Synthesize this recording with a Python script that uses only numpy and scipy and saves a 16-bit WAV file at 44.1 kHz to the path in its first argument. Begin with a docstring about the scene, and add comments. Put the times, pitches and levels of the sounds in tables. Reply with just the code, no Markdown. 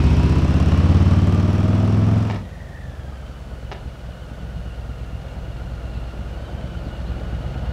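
"""A big V-twin motorcycle pulls away up a quiet street; the revs climb until the throttle shuts with a
clunk. It then rolls back from further off: the revs sink to a loping idle, a gear knocks in, it nears.
Two unevenly spaced firings per cycle drive the exhaust boom, pipe bark and rasp; valves tick, meshes
whine, the drive belt hums. Behind it: street noise, a faint bird and a dull echo off the houses."""
import sys
import numpy as np
from scipy import signal
from scipy.fft import rfft, irfft, next_fast_len
from scipy.io import wavfile

SR = 44100
rng = np.random.default_rng(int(sys.argv[2]) if len(sys.argv) > 2 else 0)


def unload_audio(sound):
    """Save the sound as a 16-bit wav file, at the path given as the first command line argument."""
    columns = np.transpose(np.atleast_2d(sound))
    # keep every value between -1 and 1, then stretch to whole-number steps
    steps = np.round(np.clip(columns, -1, 1) * 32767)
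    wavfile.write(sys.argv[1], SR, steps.astype(np.int16))


N = 340452
TIME = np.arange(N) / SR
FIRING_LAG = 315 / 720  # second cylinder after the first [cycles]
START_RPM, THROTTLE_SHUT_S = 1801, 2.17
COAST_RPM, IDLE_RPM, SINK_AT_S = 1375, 1049.75, 2.965


def from_db(db):
    """Decibels to gain."""
    return 10 ** (np.asarray(db) / 20)


def unit_rms(x):
    """Scale to an rms of 1."""
    return x / np.sqrt(np.mean(x ** 2) + 1e-20)


def drift(corner_hz):
    """Smooth random wander, rms 1."""
    step = 40
    pole = np.exp(-2 * np.pi * corner_hz * step / SR)
    noise = rng.standard_normal(N // step + 2002)
    slow = signal.lfilter([1], [1, -2 * pole, pole * pole], noise)[2000:]
    return np.interp(np.arange(N) / step, np.arange(len(slow)), unit_rms(slow))


def cut(x, hz, kind, order=4):
    """Butterworth high- or low-pass."""
    return signal.sosfilt(signal.butter(order, hz, kind, fs=SR, output="sos"), x)


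def coloured(x, spectrum):
    """Filter by a curve of (frequency [Hz], gain [dB])."""
    size = next_fast_len(N + 4096)
    hz, gain_db = np.transpose(spectrum)
    log_hz = np.log(np.arange(size // 2 + 1) * SR / size + 1)
    return irfft(rfft(x, size) * from_db(np.interp(log_hz, np.log(hz), gain_db)), size)[:N]


def hump(x, centre, half_width):
    """Resonance curve, peak 1."""
    return 1 / (1 + ((x - centre) / half_width) ** 2)


def ring(clicks, hz, t60_s):
    """One mode: a unit click starts a decaying sine of height 1."""
    r, w = from_db(-60 / (t60_s * SR)), 2 * np.pi * hz / SR
    return signal.lfilter([0, np.sin(w)], [1, -2 * r * np.cos(w), r * r], clicks + 1e-18)


def decay(clicks, tau_s):
    """Each click starts an exponential envelope."""
    return signal.lfilter([1], [1, -np.exp(-1 / (tau_s * SR))], clicks + 1e-18)


def each_cycle(cycle, phase, spread_db):
    """A click of random strength whenever the engine passes `phase` [cycles]."""
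    passed = np.diff(np.floor(cycle - phase), prepend=np.floor(-phase)) > 0
    return passed * from_db(spread_db * np.clip(rng.standard_normal(N), -2, 2))


def crank(rpm):
    """Four-stroke cycles turned so far, two revolutions each."""
    return np.cumsum(rpm) / SR / 120


def nearness_db(start_s, from_m, m_per_s):
    """Spherical spreading at constant speed, 0 dB at start_s."""
    distance_m = np.maximum(from_m + m_per_s * (TIME - start_s), 1)
    return 20 * np.log10(from_m / distance_m)


def street():
    """Steady, low background noise."""
    # noise spectrum: (frequency [Hz], relative level [dB])
    spectrum = [(30, -29), (100, -3), (400, -6), (1000, -12.5), (2500, -26), (6000, -25), (10000, -31.5),
                (15000, -37.5)]
    return from_db(-49.5) * unit_rms(coloured(rng.standard_normal(N), spectrum))


def bird():
    """Short gliding whistles from the trees."""
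    # chirps: (time [s], length [s], start [Hz], end [Hz], level [dB])
    chirps = [(5.93, 0.068, 5130, 3270, -54), (6.04, .08, 5040, 3330, -58), (6.43, 0.08, 4300, 3370, -56),
              (6.823, 0.1, 5100, 3360, -55), (7.047, .06, 3670, 4500, -53)]
    out = np.zeros(N)
    for at_s, length_s, start_hz, end_hz, db in chirps:
        along = np.clip((TIME - at_s) / length_s, 0, 1)
        hz = start_hz + (end_hz - start_hz) * along + 60 * drift(79)
        out += from_db(db) * np.sin(np.pi * along) * np.sin(2 * np.pi * np.cumsum(hz) / SR)
    return out


def house_echo(x, echo_db, tau_s, lowpass_hz):
    """House fronts and hedges scatter back a faint dull tail."""
    age_s = np.arange(SR // 2) / SR
    tail = rng.standard_normal(len(age_s)) * np.exp(-age_s / tau_s) * (age_s > .025)
    echo = signal.fftconvolve(x, tail / np.linalg.norm(tail))[:N]
    return from_db(echo_db) * cut(echo, lowpass_hz, "low", order=2)


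def belt(start_s=4.9, fade_s=1, start_hz=305, hz_per_s=17):
    """The toothed belt hums, rising slowly in pitch."""
    age_s = np.maximum(TIME - start_s, 0)
    hz = start_hz + hz_per_s * age_s + 1.57 * drift(5.3)
    level = np.minimum(age_s / fade_s, 1) * from_db(-57 + 1.4 * drift(5.6))
    return np.sqrt(2) * level * np.sin(2 * np.pi * np.cumsum(hz) / SR)


def whine(cycle, teeth, ripple, slack, chatter):
    """Mesh tone, smeared by crank surge and chain slack, chopped by uneven tooth contact."""
    turned = cycle + ripple * np.sin(4 * np.pi * cycle) + slack * drift(7.22)
    tone = np.sin(2 * np.pi * teeth * turned + chatter * drift(60))
    return unit_rms(tone * from_db(4.6 * chatter * drift(37)))


def engine_braking(cycle, rpm):
    """While the wheel drives the engine, each mesh whines as the revs sink through its range."""
    # meshes: (teeth [per cycle], loudest at [rpm], half width [rpm], level [dB])
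    meshes = [(167.6, 1280, 110, -49.5), (134, 1115, 74, -55)]
    driven = np.interp(TIME - SINK_AT_S, [.45, .7], [1, 0])
    return driven * sum(from_db(db) * hump(rpm, at_rpm, width_rpm)
                        * whine(cycle, teeth, ripple=.0016, slack=.0024, chatter=1.03)
                        for teeth, at_rpm, width_rpm, db in meshes)


def sharp_knocks(crack_db, crack_s, crack_hz):
    """One exhaust crack while pulling away, then gear clunks; each a noise burst and ringing metal."""
    # sharp knocks: (time [s], level [dB])
    knocks = [(0.720, -16.5), (2.300, -16), (2.310, -16.5), (2.342, -38), (2.360, -22), (3.716, -19.5),
              (3.721, -18), (3.728, -22), (3.733, -28)]
    # metal case modes: (frequency [Hz], relative level [dB], t60 [s])
    modes = [(402, -6, 0.043), (770, -1, 0.029), (900, 7.5, 0.018), (1276, 2.5, 0.019), (1750, 3.5, 0.011),
             (2240, -3, 0.02), (2800, -8.5, 0.033), (3770, -19.5, 0.11), (5890, -41, .02)]
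    at_s, knock_db = np.transpose(knocks)
    blows = np.bincount((at_s * SR).astype(int), from_db(knock_db), N)
    case = sum(ring(blows * from_db(db - 13.5 + rng.standard_normal(N)), hz, t60_s)
               for hz, db, t60_s in modes)
    bursts = decay(blows, crack_s) * rng.standard_normal(N)
    crack = cut(cut(bursts, crack_hz, "low", order=1), 6400, "low", order=8)
    body = from_db(-34) * ring(bursts, 360, .036)
    return cut(case, 4700, "low") + body + from_db(crack_db) * cut(crack, 320, "high", order=2)


def rattle(cycle, phase):
    """Each firing shakes thin metal, which rings briefly."""
    # valve gear and heat shield modes: (frequency [Hz], relative level [dB], t60 [s])
    modes = [(2615, -11, 0.03), (5590, -11.5, .012), (7460, -13.5, .008), (7740, -24, .008)]
    out = 0
    for hz, db, t60_s in modes:
        shakes = each_cycle(cycle, phase, 4.3) + each_cycle(cycle, phase + FIRING_LAG, 2.6)
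        out += from_db(db) * ring(shakes, hz, t60_s)
    return out


def rasp(cycle, phase, colour, low_hz, jet_s, jet_db, spit_db, tick_s, tick_db):
    """Steady mechanical hiss, a bright jet per firing, and the ticks of four valves closing."""
    firings = (phase, phase + FIRING_LAG)
    jets = decay(sum(each_cycle(cycle, at, 2.6) for at in firings), jet_s)
    closings = sum(each_cycle(cycle, at + valve, 2.9) for at in firings for valve in (.2, .33))
    ticks = decay(closings, tick_s)
    hiss = (1 + from_db(jet_db) * jets + from_db(tick_db) * ticks) * rng.standard_normal(N)
    spit = from_db(spit_db) * cut(jets * rng.standard_normal(N), 6700, "high")
    return unit_rms(cut(coloured(hiss + spit, colour), low_hz, "high"))


def pipe_scatter(tau_s):
    """Pipe reflections smear a pulse in time but keep its spectrum flat."""
    age_s = np.arange(4096) / SR
    spectrum = rfft(rng.standard_normal(len(age_s)) * np.exp(-age_s / tau_s))
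    return irfft(spectrum / np.abs(spectrum))[:len(age_s) // 2]


def bark(cycle, phase, colour, low_hz, high_hz, ring_s, puff_s, turbulence, steady, spread_db):
    """Each cylinder's blowdown rattles down its own pipe and drags a puff of turbulence."""
    fired = [each_cycle(cycle, phase + lag, spread_db) for lag in (0, FIRING_LAG)]
    pipes = sum(signal.fftconvolve(pulses, pipe_scatter(ring_s))[:N] for pulses in fired)
    puffs = (steady + decay(sum(fired), puff_s)) * rng.standard_normal(N)
    pipes = unit_rms(cut(pipes, low_hz, "high"))
    puffs = unit_rms(cut(puffs, .68 * low_hz, "high"))
    return unit_rms(cut(coloured(pipes + turbulence * puffs, colour), high_hz, "low"))


def lope(cycle, phase):
    """Every second cycle a fuller charge burns and thumps the silencer."""
    # skipped beats: (time [s])
    skips_s = [3.45, 4.37, 5.3]
    # silencer modes: (frequency [Hz], relative level [dB], t60 [s])
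    modes = [(105, 3.5, 0.04), (153, 2, 0.048), (220, -1.5, 0.043), (291, -2.5, 0.031)]
    fuller = (np.floor(cycle) + np.searchsorted(skips_s, TIME)) % 2 == 0
    blows = cut(from_db(-31.5) * fuller * each_cycle(cycle, phase, spread_db=2), 444, "low", order=2)
    return sum((-1) ** k * from_db(db) * ring(blows, hz, t60_s)
               for k, (hz, db, t60_s) in enumerate(modes))


def boom(cycle, orders, phase, pipe_order, pipe_q, intake, intake_lag, growl_db, dispersion, waver_db,
         rough, muffle_hz, low_cut_hz):
    """Low exhaust lines: two uneven firings and an intake gulp swing the air; weak lines waver more."""
    common_db = waver_db * drift(9.3)
    cycle_hz = np.gradient(cycle) * SR
    strongest_db = max(db for _, db in orders)
    push_phases = phase + np.array([0, intake_lag, FIRING_LAG])
    out = 0
    for k, db in orders:
        hz = k * cycle_hz
        pushes = np.exp(-2j * np.pi * k * push_phases) @ [1, intake, 1]
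        pipe = 1 / (1 + 1j * pipe_q * (k / pipe_order - pipe_order / k))
        loose = rough * from_db(.5 * (strongest_db - db))
        angle = 2 * np.pi * k * cycle + np.angle(pushes * pipe) + loose * drift(4.1)
        angle -= np.pi * dispersion * (k - 5) ** 2  # higher lines linger in the silencer
        chamber_db = growl_db * hump(hz, 252.4, 11)  # silencer chamber
        muffled = 1 / (1 + np.exp((hz - muffle_hz) / 36))
        low_cut = 1 / (1 + (low_cut_hz / hz) ** 6)  # the deepest lines are faint
        level = from_db(db + common_db + chamber_db + 10.3 * loose * drift(4.1))
        out += muffled * low_cut * level * np.cos(angle)
    return unit_rms(out)


def idling_rpm(sink_s=.173):
    """Revs sink to idle in an S-curve, sag twice and are caught by a touch of throttle."""
    # idle swells: (time [s], half length [s], change [rpm])
    swells = [(5.01, .34, -34.2), (6.187, .748, -43.6), (6.523, .211, 91.1)]
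    coasting = (COAST_RPM - IDLE_RPM) / (1 + np.exp((TIME - SINK_AT_S) / sink_s))
    hunting = sum(rpm * np.exp(-((TIME - at_s) / half_s) ** 2) for at_s, half_s, rpm in swells)
    return IDLE_RPM + coasting + hunting


def rolling_back(start_s=2.42):
    """Closed throttle, drawing nearer: soft uneven firings, chain and valves to the fore."""
    # exhaust lines: (order [per cycle], relative level [dB])
    orders = [(4, -41), (5, -34), (6, -50), (7, -32), (8, -43), (9, -41), (10, -47), (11, -47), (12, -42),
              (13, -46.5), (14, -59), (15, -43.5), (16, -51.5), (17, -45.5), (18, -62), (19, -49),
              (20, -56), (21, -51.5), (23, -57), (26, -55.5), (30, -55)]
    # pipe and engine colour: (frequency [Hz], gain [dB])
    colour = [(200, 3.5), (290, -6), (400, -8), (480, -2.5), (640, -3), (1050, -15.5), (1450, -15.5),
              (2000, -21.5), (2900, -22), (3600, -25), (4350, -29), (5200, -34), (8000, -46), (15500, -76)]
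    # chain whines: (teeth [per cycle], level against the rasp at idle [dB])
    whines = [(146, -9.5), (167, -4), (333, -7), (500, -16.5)]
    # boom, bark, rasp: (level at start_s [dB], share of the nearness gain [dB/dB])
    levels = [(-34.5, 1.05), (-44.5, 0.84), (-54, 0.67)]
    rpm, phase = idling_rpm(), .31
    cycle = crank(rpm)
    near_db = nearness_db(start_s, from_m=22.25, m_per_s=-2.77)
    boom_gain, bark_gain, rasp_gain = [from_db(db + share * near_db) for db, share in levels]
    low = boom(cycle, orders, phase=.906, pipe_order=12.5, pipe_q=3.1, intake=1.054, intake_lag=.89,
               growl_db=-10, dispersion=.0182, waver_db=1.77, rough=.12,
               muffle_hz=217 + 15 * near_db, low_cut_hz=38.7)
    mid = bark(cycle, phase, colour, low_hz=245, high_hz=1510, ring_s=.019, puff_s=.034,
               turbulence=4.4, steady=2.9, spread_db=3.5)
    top = rasp(cycle, phase, colour, low_hz=1370, jet_s=.008, jet_db=-9, spit_db=-8,
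               tick_s=.0052, tick_db=-3.5)
    slackness = np.interp(rpm, [IDLE_RPM, COAST_RPM], [1, .15])
    chain = slackness * sum(from_db(db) * whine(cycle, teeth, ripple=.0016, slack=.00337, chatter=.7)
                            for teeth, db in whines)
    engine = boom_gain * low + bark_gain * mid + rasp_gain * (top + chain) + engine_braking(cycle, rpm)
    lope_and_belt = from_db(near_db) * (lope(cycle, phase + FIRING_LAG) + belt())
    gate = np.interp(TIME, (start_s, 2.32), [0, 1])  # switches on abruptly
    return gate * (engine + lope_and_belt)


def pulling_rpm(climb_rpm_per_s=368.5, hang_s=.11, fall_rpm_per_s=2200):
    """Revs climb evenly until the throttle shuts, hang, then fall."""
    climbing_s = np.minimum(TIME, THROTTLE_SHUT_S)
    falling_s = np.clip(TIME - THROTTLE_SHUT_S - hang_s, 0, .5)
    return START_RPM + climb_rpm_per_s * climbing_s - fall_rpm_per_s * falling_s


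def riding_away(throttle_lag_s=.099, fade_out_s=(2.35, 2.516)):
    """Open throttle: louder with the revs, fainter with distance, dropping when the throttle shuts."""
    # exhaust lines: (order [per cycle], relative level [dB])
    orders = [(2, -24.5), (3, -33), (4, -20.5), (5, -16), (6, -32), (7, -26), (8, -26), (9, -26), (10, -27),
              (11, -26.5), (12, -32.5), (13, -35.5), (14, -35.5), (15, -40), (16, -32), (17, -34.5),
              (19, -33.5), (21, -36.5), (23, -37.5), (25, -37.5), (27, -35.5)]
    # pipe and engine colour: (frequency [Hz], gain [dB])
    colour = [(250, -1), (480, -10.5), (700, -14), (900, -17), (1250, -17.5), (1650, -24.5), (2100, -26.5),
              (2800, -25.5), (3700, -31.5), (4800, -34), (5600, -33.5), (6800, -44), (8000, -46.5),
              (15500, -66.5)]
    # meshes: (teeth [per cycle], case resonance [Hz], half width [Hz], level against the bark [dB])
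    meshes = [(31.4, 634, 55, -5.5), (61.4, 965, 33, -7.5), (62.05, 1180, 120, -11.5),
              (166.3, 2560, 520, -16.5)]
    # boom, bark, rasp: (start level [dB], slope [dB per doubling of revs], change on shutting [dB])
    levels = [(-13.5, 5.5, -8.5), (-30.6, 7.5, -3.5), (-37.5, -0.5, -2)]
    rpm, phase = pulling_rpm(), .57
    cycle, cycle_hz, octaves = crank(rpm), rpm / 120, np.log2(rpm / START_RPM)
    near_db = nearness_db(0, from_m=7.37, m_per_s=3.55)
    shut = 1 - np.exp(-np.maximum(TIME - THROTTLE_SHUT_S, 0) / throttle_lag_s)
    twist_db = 1.2 * np.exp(-((TIME - .92) / .26) ** 2)  # a further twist of the throttle
    boom_gain, bark_gain, rasp_gain = [
        from_db(db + near_db + twist_db + slope_db * octaves + shut_db * shut)
        for db, slope_db, shut_db in levels]
    low = boom(cycle, orders, phase=.029, pipe_order=12, pipe_q=.086, intake=1.82, intake_lag=.733,
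               growl_db=4.5, dispersion=.0258, waver_db=.3, rough=.02,
               muffle_hz=433 + 15 * near_db, low_cut_hz=42.4)
    mid = bark(cycle, phase, colour, low_hz=419, high_hz=1820, ring_s=.018, puff_s=.029,
               turbulence=1, steady=2, spread_db=1)
    top = rasp(cycle, phase - .02, colour, low_hz=1660, jet_s=.0064, jet_db=-9.5, spit_db=8.5,
               tick_s=.0007, tick_db=-11)
    gears = sum(from_db(db) * hump(teeth * cycle_hz, hz, width_hz)
                * whine(cycle, teeth, ripple=.00085, slack=.00085, chatter=.41)
                for teeth, hz, width_hz, db in meshes)
    bright = bark_gain * (mid + gears) + rasp_gain * (top + from_db(5) * rattle(cycle, phase))
    fade = np.interp(TIME, fade_out_s, [1, 0]) * np.minimum(TIME / .002, 1)
    return fade * boom_gain * low + fade ** 2.4 * bright


def scene():
    """Engine, sharp knocks and bird, their echo, and street noise; mono."""
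    engine = riding_away() + rolling_back()
    knocks_and_bird = sharp_knocks(crack_db=-7, crack_s=.0044, crack_hz=1780) + bird()
    background = street()
    echo = house_echo(from_db(-6) * engine + knocks_and_bird, echo_db=-7, tau_s=.033, lowpass_hz=4100)
    return (engine + knocks_and_bird + echo + background)[None]


def record(dry):
    """Steep low-pass."""
    cutoff_hz = 15650
    return signal.sosfilt(signal.ellip(12, .1, 80, cutoff_hz, fs=SR, output="sos"), dry)


dry = scene()
out = record(dry)
unload_audio(out)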